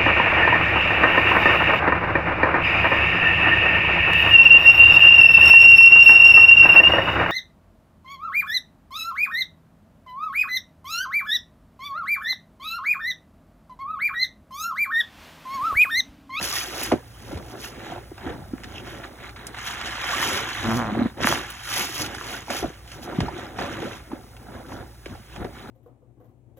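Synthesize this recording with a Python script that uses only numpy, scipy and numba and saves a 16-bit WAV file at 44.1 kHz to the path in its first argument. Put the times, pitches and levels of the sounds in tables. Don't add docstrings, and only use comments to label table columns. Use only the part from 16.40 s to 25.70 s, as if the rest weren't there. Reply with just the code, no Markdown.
import sys
import numpy as np
from scipy import signal
from scipy.fft import rfft, irfft, next_fast_len
from scipy.io import wavfile
from scipy.ndimage import uniform_filter1d
from numba import njit

SR = 44100
rng = np.random.default_rng(int(sys.argv[2]) if len(sys.argv) > 2 else 0)


def unload_wav(signal):
    wavfile.write(
        sys.argv[1],
        SR,
        np.round(np.clip(np.atleast_2d(signal).T, -1, 1) * 32767).astype(np.int16),
    )


N = 410130
TIME = np.arange(N) / SR
CLOCK = np.arange(0, N / SR + .002, .002)
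FFT_SIZE = next_fast_len(N + 4096)
FREQ = np.fft.rfftfreq(FFT_SIZE, 1 / SR)
SLOSH_WIDTH, FOAM_WIDTH = .35, .4


def amp(db):
    return 10 ** (np.asarray(db) / 20)


def evened(x):
    return x / np.sqrt(np.mean(x ** 2) + 1e-20)


def shape(points):
    hz, db = np.transpose(points)
    return amp(np.interp(np.log(FREQ + 1), np.log(hz + 1), db))


def filtered(x, response):
    return irfft(rfft(x, FFT_SIZE) * response, FFT_SIZE)[..., :N]


def add(mix, s, sound):
    part = mix[..., max(round(s * SR), 0):][..., :sound.shape[-1]]
    part += sound[..., :part.shape[-1]]


def wander(size, per_s):
    return evened(np.interp(np.arange(size) * per_s / SR, np.arange(size), rng.standard_normal(size)))


def band(x, hz, ratio):
    b, a = signal.butter(1, [hz / ratio, hz * ratio], "band", fs=SR)
    return signal.lfilter(b, a, x)


def noise_burst(size, hz, ratio):
    return evened(band(band(rng.standard_normal(size), hz, ratio), hz, ratio))


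@njit
def ring(out, start, hz, cycles, size, glide, pan):
    for k in range(len(start)):
        life = cycles[k] * SR / hz[k]
        for i in range(min(int(5 * life), out.shape[1] - start[k])):
            u = i / life
            swell = np.exp(-u) * np.tanh(2 * u)
            turns = cycles[k] * u * (1 + glide[k] * u)
            v = size[k] * swell * np.sin(2 * np.pi * turns)
            out[0, start[k] + i] += v * (1 + pan[k])
            out[1, start[k] + i] += v * (1 - pan[k])
    return out


def bubbles(colour, low_hz, high_hz, cycles, spread_db, clump_db, clumps_per_s, glide, width, count):
    when, pitch, life, size, slide, side = rng.random((count, 6)).T
    start = (when * N).astype(np.int64)
    hz = low_hz * (high_hz / low_hz) ** pitch
    size_db = spread_db * np.minimum(-np.log(1 - size), 4)
    size_db += clump_db * wander(N, clumps_per_s)[start]
    gain = amp(size_db) * hz / low_hz
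    pan = width * (2 * side - 1)
    swarm = ring(np.zeros((2, N)), start, hz, cycles * (.5 + life), gain, glide * slide, pan)
    swarm = filtered(swarm, shape(colour))
    power = uniform_filter1d(uniform_filter1d((swarm ** 2).mean(0), size=1800), size=1800)
    return swarm / np.sqrt(abs(power) + 1e-12)


def pops(drive, low_hz, high_hz, cycles, rise, spread_db, count):
    when, pitch, life, size, side = rng.random((count, 5)).T
    start = (when * N).astype(np.int64)
    hz = low_hz * (high_hz / low_hz) ** pitch
    gain = drive[start] * amp(spread_db * np.minimum(-np.log(1 - size), 3))
    pan = SLOSH_WIDTH * (2 * side - 1)
    return ring(np.zeros((2, N)), start, hz, cycles * (.5 + life), gain, rise * life, pan)


def movements(table, rounding):
    s, rise, fall, db, colour = np.transpose(table)[..., None]
    below_db = 10 * np.maximum((s - CLOCK) / rise, (CLOCK - s) / fall) ** rounding
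    return db - below_db, colour, below_db


def together(db, resting_db):
    power = (amp(db) ** 2).sum(0) + amp(resting_db) ** 2
    return np.interp(TIME, CLOCK, np.sqrt(power))


# (frequency [Hz], level [dB])
ROOM_COLOUR = [(20, -28), (35, -3), (55, 12.5), (80, 11), (115, 14), (170, -0.5), (300, -21), (700, -42),
               (1800, -17), (4000, -17), (8000, -17.5), (16000, -19.5)]
# (frequency [Hz], rms level [dB])
HUM_PARTIALS = [(58, -51), (116, -55.5)]


def room(noise_db=-50, apart=0.028):
    noise = rng.standard_normal(N) + apart * rng.standard_normal((2, N))
    hum = np.zeros(N)
    for hz, db in HUM_PARTIALS:
        hum += amp(db) * np.sqrt(2) * np.sin(2 * np.pi * hz * TIME + 0.68 * wander(N, 5))
    return amp(noise_db) * evened(filtered(noise, shape(ROOM_COLOUR))) + hum


# (frequency [Hz], level [dB])
ECHO_COLOUR = [(80, -16), (250, -12), (600, -6.5), (1400, -12), (3000, -9), (6000, -13), (16000, -16)]


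def sink(x, t60=0.089):
    t = np.arange(SR // 4) / SR
    struck = rng.random((2, len(t))) < .08
    taps = rng.standard_normal((2, len(t))) * struck * (t > .002) * amp(-60 * t / t60)
    taps /= np.linalg.norm(taps, axis=1, keepdims=True)
    echoes = signal.fftconvolve(x, taps, axes=1)[:, :N]
    return x + filtered(echoes, shape(ECHO_COLOUR))


# (peak time [s], rise [s per 10 dB], fall [s per 10 dB],
# splash drive [dB], heave drive relative to splash drive [dB])
WATER_STROKES = [(.02, 0.13, 0.085, -35, -9.5), (.41, 0.22, 0.13, -36, -17), (.54, 0.046, 0.036, -35, -1.5),
                 (.94, 0.1, 0.15, -38.5, -5.5), (1.135, 0.04, 0.14, -39.5, -9.5),
                 (1.53, 0.24, 0.091, -38.5, -7.5), (1.885, 0.054, 0.08, -32, -7.5),
                 (1.96, 0.082, 0.23, -48.5, 4), (2.38, 0.28, 0.24, -44.5, -1.5),
                 (2.56, 0.22, 0.27, -42, -13), (2.82, 0.048, 0.2, -50, -1.5),
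                 (3.08, 0.13, 0.15, -45.5, -7.5), (3.49, 0.26, 0.058, -43.5, -3.5),
                 (3.93, 0.24, 0.14, -32, -9.5), (4.26, 0.068, 0.23, -33.5, 0), (4.6, 0.1, .045, -31.5, -5),
                 (4.777, 0.0067, .04, -36, -10), (4.835, 0.035, 0.023, -31.5, -1.5),
                 (4.91, 0.06, 0.087, -28, -6.5), (5.4, 0.072, 0.093, -34, -12),
                 (5.62, 0.068, 0.15, -36, -4.5), (5.945, 0.2, 0.076, -39.5, -11),
                 (6.11, 0.02, 0.09, -31, -25), (6.26, 0.06, 0.025, -37.5, 0.5),
                 (6.585, 0.044, 0.065, -43.5, -1.5), (6.69, 0.041, 0.14, -34.5, -12),
                 (6.835, 0.092, 0.086, -34.5, -0.5), (7.0, 0.31, 0.2, -38, -14),
                 (7.21, 0.037, 0.11, -30, -8), (7.44, 0.15, 0.095, -33, -7), (7.73, 0.044, 0.1, -41, -5.5),
                 (8.17, 0.16, 0.1, -41, -4.5), (8.33, 0.067, 0.11, -38.5, -7),
                 (8.42, 0.088, 0.029, -41, -3), (8.73, 0.072, 0.052, -44, 3.5),
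                 (9.03, 0.068, 0.059, -35.5, -1), (9.29, 0.13, 0.056, -41, -5)]


def stirring(rounding=1.08, ripple_db=-61):
    db, depth, _ = movements(WATER_STROKES, rounding)
    return together(db, ripple_db), together(db + depth, ripple_db)


# (frequency [Hz], level [dB])
SPLASH_COLOUR = [(100, -6), (200, -3.5), (350, 3), (500, -1), (650, -3.5), (800, -1.5), (1100, -12),
                 (1800, 0.5), (4000, -43)]
# (frequency [Hz], level [dB])
HEAVE_COLOUR = [(30, -2), (70, 0), (110, -1), (180, -5.5), (260, -1.5), (500, -19)]


def water(splashing, heaving):
    splash = bubbles(SPLASH_COLOUR, 198.7, 1448, cycles=2.67, spread_db=1.5, clump_db=-0.5,
                     clumps_per_s=26, glide=-0.023, width=SLOSH_WIDTH, count=7500)
    heave = bubbles(HEAVE_COLOUR, 73.8, 258, cycles=1.09, spread_db=1.0, clump_db=-5.0,
                    clumps_per_s=21, glide=-0.0056, width=0.59, count=1200)
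    return splash * splashing + amp(4.0) * heave * heaving


# (time [s], level [dB], pitch at the top of the swell [Hz], swell time [s])
AIR_POCKETS = [(.514, -17, 830, 0.0048), (.520, -10.5, 664, 0.0021), (.523, -9.5, 298, 0.0024),
               (.526, -13, 540, 0.0039), (.536, -10, 308, 0.0025), (.557, -27, 420, 0.0029),
               (.908, -33, 519, 0.0083), (0.927, -24, 324, .0045), (.945, -25, 94, .013),
               (.972, -34, 560, .0025), (1.15, -34, 720, 0.0032), (1.52, -27.5, 850, 0.0027),
               (1.559, -30, 680, .003), (1.577, -31, 750, 0.0032), (1.715, -31, 340, 0.0039),
               (1.862, -24.5, 306, 0.0043), (2.134, -19, 268, 0.0031), (4.522, -22, 205, .0065),
               (4.55, -22, 750, 0.002), (4.569, -19, 362, 0.0049), (4.591, -14.5, 285, 0.0041),
               (4.61, -21, 798, .002), (4.615, -13, 238, .0052), (4.655, -12.5, 244.5, 0.0048),
               (4.803, -21.5, 620, 0.0018), (4.847, -17, 225, .0045), (5.783, -25.5, 1830, 0.0012),
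               (5.811, -23.5, 1480, 0.0012), (6.081, -29, 890, .0026), (6.105, -23, 716, 0.0026),
               (6.226, -18, 410, 0.0036), (6.235, -23.5, 760, 0.0067), (6.243, -19.5, 306, 0.004),
               (6.277, -30.5, 170, 0.0066), (6.259, -26, 443, 0.0021), (6.3, -32, 397, 0.0035),
               (6.676, -31.5, 815, 0.0017), (6.785, -10.5, 199, .0044), (6.805, -18, 111, 0.012),
               (6.824, -18, 93, .0065), (6.856, -28, 80, .011), (6.882, -21.5, 796, 0.0034),
               (7.188, -23.5, 844, 0.0016), (7.424, -27, 482, 0.0085), (7.714, -31.5, 840, 0.0052),
               (7.73, -23, 300, 0.004), (8.319, -32, 794, 0.004), (8.75, -37.5, 854, 0.0038),
               (9.002, -25, 200, 0.0034), (9.016, -34, 393, .0041), (9.046, -25.5, 375, 0.0054)]


def blubs(fall=0.5, wobble=0.12, spatter_db=-15):
    out, t = np.zeros(N), np.arange(SR // 10) / SR
    for s, db, pitch_hz, swell in AIR_POCKETS:
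        u = t / swell
        note = pitch_hz * (1 + fall * (np.exp(-u) - np.exp(-1)))
        hz = note * (1 + wobble * wander(len(t), 813))
        tone = np.sin(2 * np.pi * np.cumsum(hz) / SR)
        spatter = noise_burst(len(t), note[0], 1.8)
        add(out, s, amp(db) * (u * np.exp(1 - u)) ** 1.85 * (tone + amp(spatter_db) * spatter))
    return out


# (time [s], level before the shared trim [dB], pitch [Hz])
FILM_SNAPS = [(0.012, -23, 1900), (.432, -19, 9000), (.455, -22, 2020), (.519, -20.5, 1800),
              (.974, -34, 2200), (1.779, -30, 1000), (2.235, -29.5, 2060), (2.242, -32, 1900),
              (2.893, -34, 1880), (2.961, -35, 1640), (3.068, -27, 5100), (3.145, -28, 1240),
              (3.186, -26, 1680), (3.413, -24, 1900), (3.458, -24, 1750), (3.472, -21, 1680),
              (3.552, -24.5, 1830), (3.64, -22, 1130), (3.773, -29, 1330), (3.815, -22, 1670),
              (4.102, -29, 1970), (4.825, -31, 2700), (4.832, -18.5, 2000), (4.867, -21, 7000),
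              (5.103, -29.5, 8500), (5.662, -22, 2460), (5.748, -29, 3460), (6.103, -23, 3200),
              (6.476, -37, 2800), (6.517, -33, 3000), (6.804, -21, 1960), (7.187, -27, 1490),
              (7.966, -40, 1940), (8.318, -34, 1190), (8.658, -28.5, 1540), (8.961, -29, 1400),
              (9.045, -28.5, 1060)]


def snaps(decay=0.0058, trim_db=-4):
    out, t = np.zeros(N), np.arange(SR // 25) / SR
    for s, db, hz in FILM_SNAPS:
        tear = noise_burst(len(t), hz, 2.2)
        add(out, s, amp(db + trim_db) * tear * np.exp(-t / decay))
    return out


# (time [s], pitch [Hz], level [dB])
FINGER_SLIP = [(2.334, 3120, -56), (2.355, 2970, -36), (2.385, 2800, -43), (2.407, 3030, -41),
               (2.422, 3170, -60)]


def squeak(overtone_db=-13, ragged=.11, waver_db=5.1):
    s, hz, db = np.transpose(FINGER_SLIP)
    t = np.arange(s[0], s[-1], 1 / SR)
    pitch = np.interp(t, s, hz) * (1 + ragged * wander(len(t), 1520))
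    phase = 2 * np.pi * np.cumsum(pitch) / SR
    level = amp(np.interp(t, s, db) + waver_db * wander(len(t), 189))
    out = np.zeros(N)
    add(out, s[0], level * (np.sin(phase) + amp(overtone_db) * np.sin(2 * phase)))
    return out


def squirt(hz, swell, fall=0.65):
    u = np.arange(SR // 25) / SR / swell
    turns = hz * swell * np.exp(fall) * (1 - np.exp(-fall * u)) / fall
    return (u * np.exp(1 - u)) ** 2 * np.sin(2 * np.pi * turns)


# (time [s], level [dB], pitch at the peak [Hz], swell time [s])
FINGER_SQUIRTS = [(2.18, -36.5, 1800, 0.0019), (4.8428, -10.5, 1850, 0.0016), (4.8717, -4, 1700, 0.00083),
                  (4.8855, -20, 850, 0.0011), (4.9147, -18, 1400, 0.00055), (4.9238, -11, 1210, 0.0016),
                  (4.938, -23, 1500, 0.00079), (4.949, -21, 1400, 0.00062), (6.102, -18, 1500, 0.0011),
                  (6.8045, -19.5, 805, 0.0017), (8.66, -29, 427, 0.0048)]


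def squirts():
    out = np.zeros(N)
    for s, db, hz, swell in FINGER_SQUIRTS:
        add(out, s, amp(db) * squirt(hz, swell))
    return out


# (time [s], puff rate [1/s], drone level [dB], squirt level [dB])
FLUTTER = [(4.2348, 114, -38, -17), (4.262, 111, -27, -26), (4.309, 114, -25.5, -17),
           (4.351, 115, -22, -21.5), (4.371, 129, -24, -25), (4.399, 117, -26.5, -17.5),
           (4.444, 111, -34.5, -22.5), (4.49, 108, -30, -20.5), (4.512, 100, -38, -30.5),
           (4.56, 112, -32, -30), (4.6, 118, -29, -30), (4.655, 105, -26, -29), (4.675, 89, -47, -50)]
# (frequency [Hz], level [dB])
GLOVE_CAVITY = [(70, -14), (115, -5), (160, -6), (220, 0), (260, -1.5), (330, -11), (460, -19), (620, -24)]


def sputter(squirt_hz=1340, swell=0.00143):
    jitter, scatter = .012, .06
    uneven_db, waver_db = 1.4, 1.1
    s, *columns = np.transpose(FLUTTER)
    t = np.arange(s[0], s[-1], 1 / SR)
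    rate, drone_db, squirt_db = (np.interp(t, s, c) for c in columns)
    turns = np.cumsum(rate * (1 + jitter * wander(len(t), 120))) / SR

    drone = np.zeros(len(t))
    for k in range(1, 6):
        partial_db = np.interp(k * rate, *np.transpose(GLOVE_CAVITY)) + waver_db * wander(len(t), 111.0)
        drone += amp(partial_db) * np.cos(2 * np.pi * k * turns)
    out, airflow = np.zeros(N), np.ones(N)
    add(out, s[0], amp(drone_db) * evened(drone))

    puffs = np.flatnonzero(np.diff(np.floor(turns)))
    for i, (size, pitch) in zip(puffs, rng.standard_normal((len(puffs), 2))):
        hz = squirt_hz * rate[i] / rate.max() * np.exp(scatter * pitch)
        add(out, t[i], amp(squirt_db[i] + uneven_db * size) * squirt(hz, swell))

    opening = evened(.4 + np.exp(-(turns % 1) / .18))
    add(airflow, s[0], (opening - 1) * signal.windows.tukey(len(t), .25))
    return out, airflow


def ticks(lather, per_s=140, spread_db=4.3, gain_db=21):
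    size = (rng.random(N) < per_s / SR) * amp(spread_db * np.minimum(rng.exponential(1, N), 2))
    side = FOAM_WIDTH * (2 * rng.random(N) - 1)
    clicks = size * np.array([1 + side, 1 - side])
    return amp(gain_db) * band(clicks, 2100, 1.39) * lather


# (peak time [s], rise [s per 10 dB], fall [s per 10 dB],
# drive [dB], fineness of the foam at the peak [dB])
SPONGE_PRESSES = [(.04, 0.026, 0.073, -33, 16.5), (.165, 0.12, 0.11, -30, 12.5),
                  (.43, 0.14, 0.087, -33, 10.5), (.93, 0.22, 0.059, -49, 9), (1.12, 0.12, 0.031, -50, 10),
                  (1.25, 0.065, 0.056, -40, 12), (1.48, 0.15, 0.11, -44.5, -1),
                  (1.89, 0.092, 0.04677, -46.5, -8), (2.38, 0.19, 0.035, -49, 1),
                  (2.48, 0.049, 0.16, -44, 2.5), (2.645, 0.027, 0.022, -44, -11),
                  (2.86, 0.07, 0.043, -47.5, -15), (2.966, .005, 0.22, -56.5, -27),
                  (4.83, 0.027, 0.054, -30.5, 0), (4.875, 0.025, 0.089, -27, 10),
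                  (4.925, 0.06, 0.1, -30, 3), (5.1, 0.19, 0.21, -42, 3.5), (5.39, 0.12, 0.092, -27, 10.5),
                  (5.62, 0.13, 0.041, -31.5, 12), (5.75, 0.093, 0.013, -40.5, -2),
                  (5.94, 0.22, 0.079, -36, 6), (6.11, 0.017, 0.16, -35.5, 5),
                  (6.18, 0.085, 0.041, -35.5, 12.5), (6.54, 0.073, 0.049, -45.5, 7),
                  (6.64, 0.021, 0.022, -43.5, 13.5), (6.82, 0.16, 0.14, -45.5, 0),
                  (6.98, 0.043, 0.12, -43.5, -4), (7.2, 0.026, 0.1, -36.5, -0.5),
                  (7.33, 0.05046, 0.062, -40.5, 0), (7.42, 0.036, 0.15, -41.5, 0),
                  (7.56, 0.15, 0.03, -46, 4.5), (8.155, 0.052, .05, -55.5, -11),
                  (8.33, 0.077, 0.079, -54, 12), (8.68, 0.037, 0.19, -54, 3),
                  (8.96, 0.091, 0.046, -50.5, 1), (9.17, 0.04, 0.11, -49.5, -5)]
# (time [s], drive [dB], fineness of the foam [dB])
HARD_SQUEEZE = [(3.11, -65, -11), (3.17, -41.5, -4), (3.245, -38.5, 2), (3.267, -31, 6.5),
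                (3.38, -39.5, -5), (3.47, -36, -1.5), (3.56, -37.5, -4), (3.72, -28.5, 1.5), (3.8, -29, 3),
                (3.83, -24, 5), (3.88, -28, 6), (3.98, -28, 4.5), (4.04, -34, -2.5), (4.29, -35, 1),
                (4.375, -37, 11), (4.46, -46.5, -12), (4.67, -52.5, -29), (4.73, -62, -6)]


def squeezing(rounding=1.43, sag=0.23):
    froth_db, fizz_db = 0.3, -10
    froth_loss = 0.45
    resting_db = (-61, -69, -64)
    db, fineness, eased_db = movements(SPONGE_PRESSES, rounding)
    s, wring_db, wring_fineness = np.transpose(HARD_SQUEEZE)
    db = np.vstack([db, np.interp(CLOCK, s, wring_db, -np.inf, -np.inf)])
    fineness = np.vstack([fineness - sag * eased_db, np.interp(CLOCK, s, wring_fineness)])
    sizes = db + froth_db - froth_loss * fineness, db, db + fizz_db + fineness
    return [together(size, rest) for size, rest in zip(sizes, resting_db)]


# (frequency [Hz], level [dB])
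FROTH_COLOUR = [(300, -40), (700, 0), (1100, 0), (1500, 3), (2100, .5), (2800, -10.5), (4000, -2.5),
                (8000, -82)]
# (frequency [Hz], level [dB])
LATHER_COLOUR = [(1200, 9.5), (2400, 1.5), (3200, 6), (4500, -16), (6000, -5), (7700, -6), (10000, -65),
                 (16000, -45)]
# (frequency [Hz], level [dB])
FIZZ_COLOUR = [(4000, 20.5), (7500, 1), (8700, -14), (11000, 5), (13000, -5.5), (16000, -2)]


def foam(coarse, medium, fine):
    froth = bubbles(FROTH_COLOUR, 709, 3910, cycles=1.59, spread_db=1, clump_db=1.5,
                    clumps_per_s=180, glide=0.035, width=0.57, count=17000)
    lather = bubbles(LATHER_COLOUR, 2197.0, 8400, cycles=1.8, spread_db=1.0, clump_db=2.0,
                     clumps_per_s=210, glide=0.0056, width=FOAM_WIDTH, count=20000)
    fizz = bubbles(FIZZ_COLOUR, 5770, 14900, cycles=2.2, spread_db=1.5, clump_db=2.5,
                   clumps_per_s=250, glide=0.0071, width=FOAM_WIDTH, count=48000)
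    return froth * coarse + amp(-4.0) * lather * medium + amp(-1.65) * fizz * fine


def scene(spill_db=-10.5):
    puffs, airflow = sputter()
    coarse, medium, fine = squeezing()
    splashing, heaving = stirring()
    frothing = airflow * np.hypot(coarse, amp(spill_db) * splashing)
    suds = foam(frothing, medium, fine) + ticks(medium)
    plinks = pops(medium, 1106, 6920, cycles=10.9, rise=0.026, spread_db=4, count=1100)
    gurgles = pops(splashing, 278, 1097, cycles=5.7, rise=0.0504, spread_db=1.5, count=330)
    slosh = water(splashing, heaving) + gurgles + blubs()
    grip = squirts() + snaps() + squeak() + puffs
    return sink(suds + plinks + slosh + grip) + room()


# (frequency [Hz], lead of left over right [rad])
LEFT_LEAD = [(0, 0), (400, -.55), (1000, -.35), (1500, .1), (2500, 1.0), (3500, 1.6), (4700, 3.14),
             (16000, 20.1)]
# (frequency [Hz], left minus right [dB])
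LEFT_TILT = [(100, -1.1), (350, 1.1), (600, -2.5), (1200, -0.7), (2500, -2), (3600, -1.2), (16000, -0.2)]
# (frequency [Hz], level [dB])
PORT_RING = [(4000, 0), (4800, 3.5), (6500, -1), (7700, -2.5), (8600, 8), (10200, 2.5), (11000, -2),
             (13500, 3), (15000, .5)]


def record(dry, bass_hz=18, edge_hz=15950):
    lead = np.interp(FREQ, *np.transpose(LEFT_LEAD))
    tilt = np.sqrt(shape(LEFT_TILT))
    bass_cut = FREQ ** 4 / (FREQ ** 4 + bass_hz ** 4)
    ports = np.array([tilt, np.exp(-1j * lead) / tilt])
    pair = filtered(dry, bass_cut * shape(PORT_RING) * ports)
    lowpass = signal.firwin(511, edge_hz, window=("kaiser", 9), fs=SR)
    return signal.oaconvolve(pair, lowpass[None], "same", axes=1)


dry = scene()
out = record(dry)
unload_wav(out)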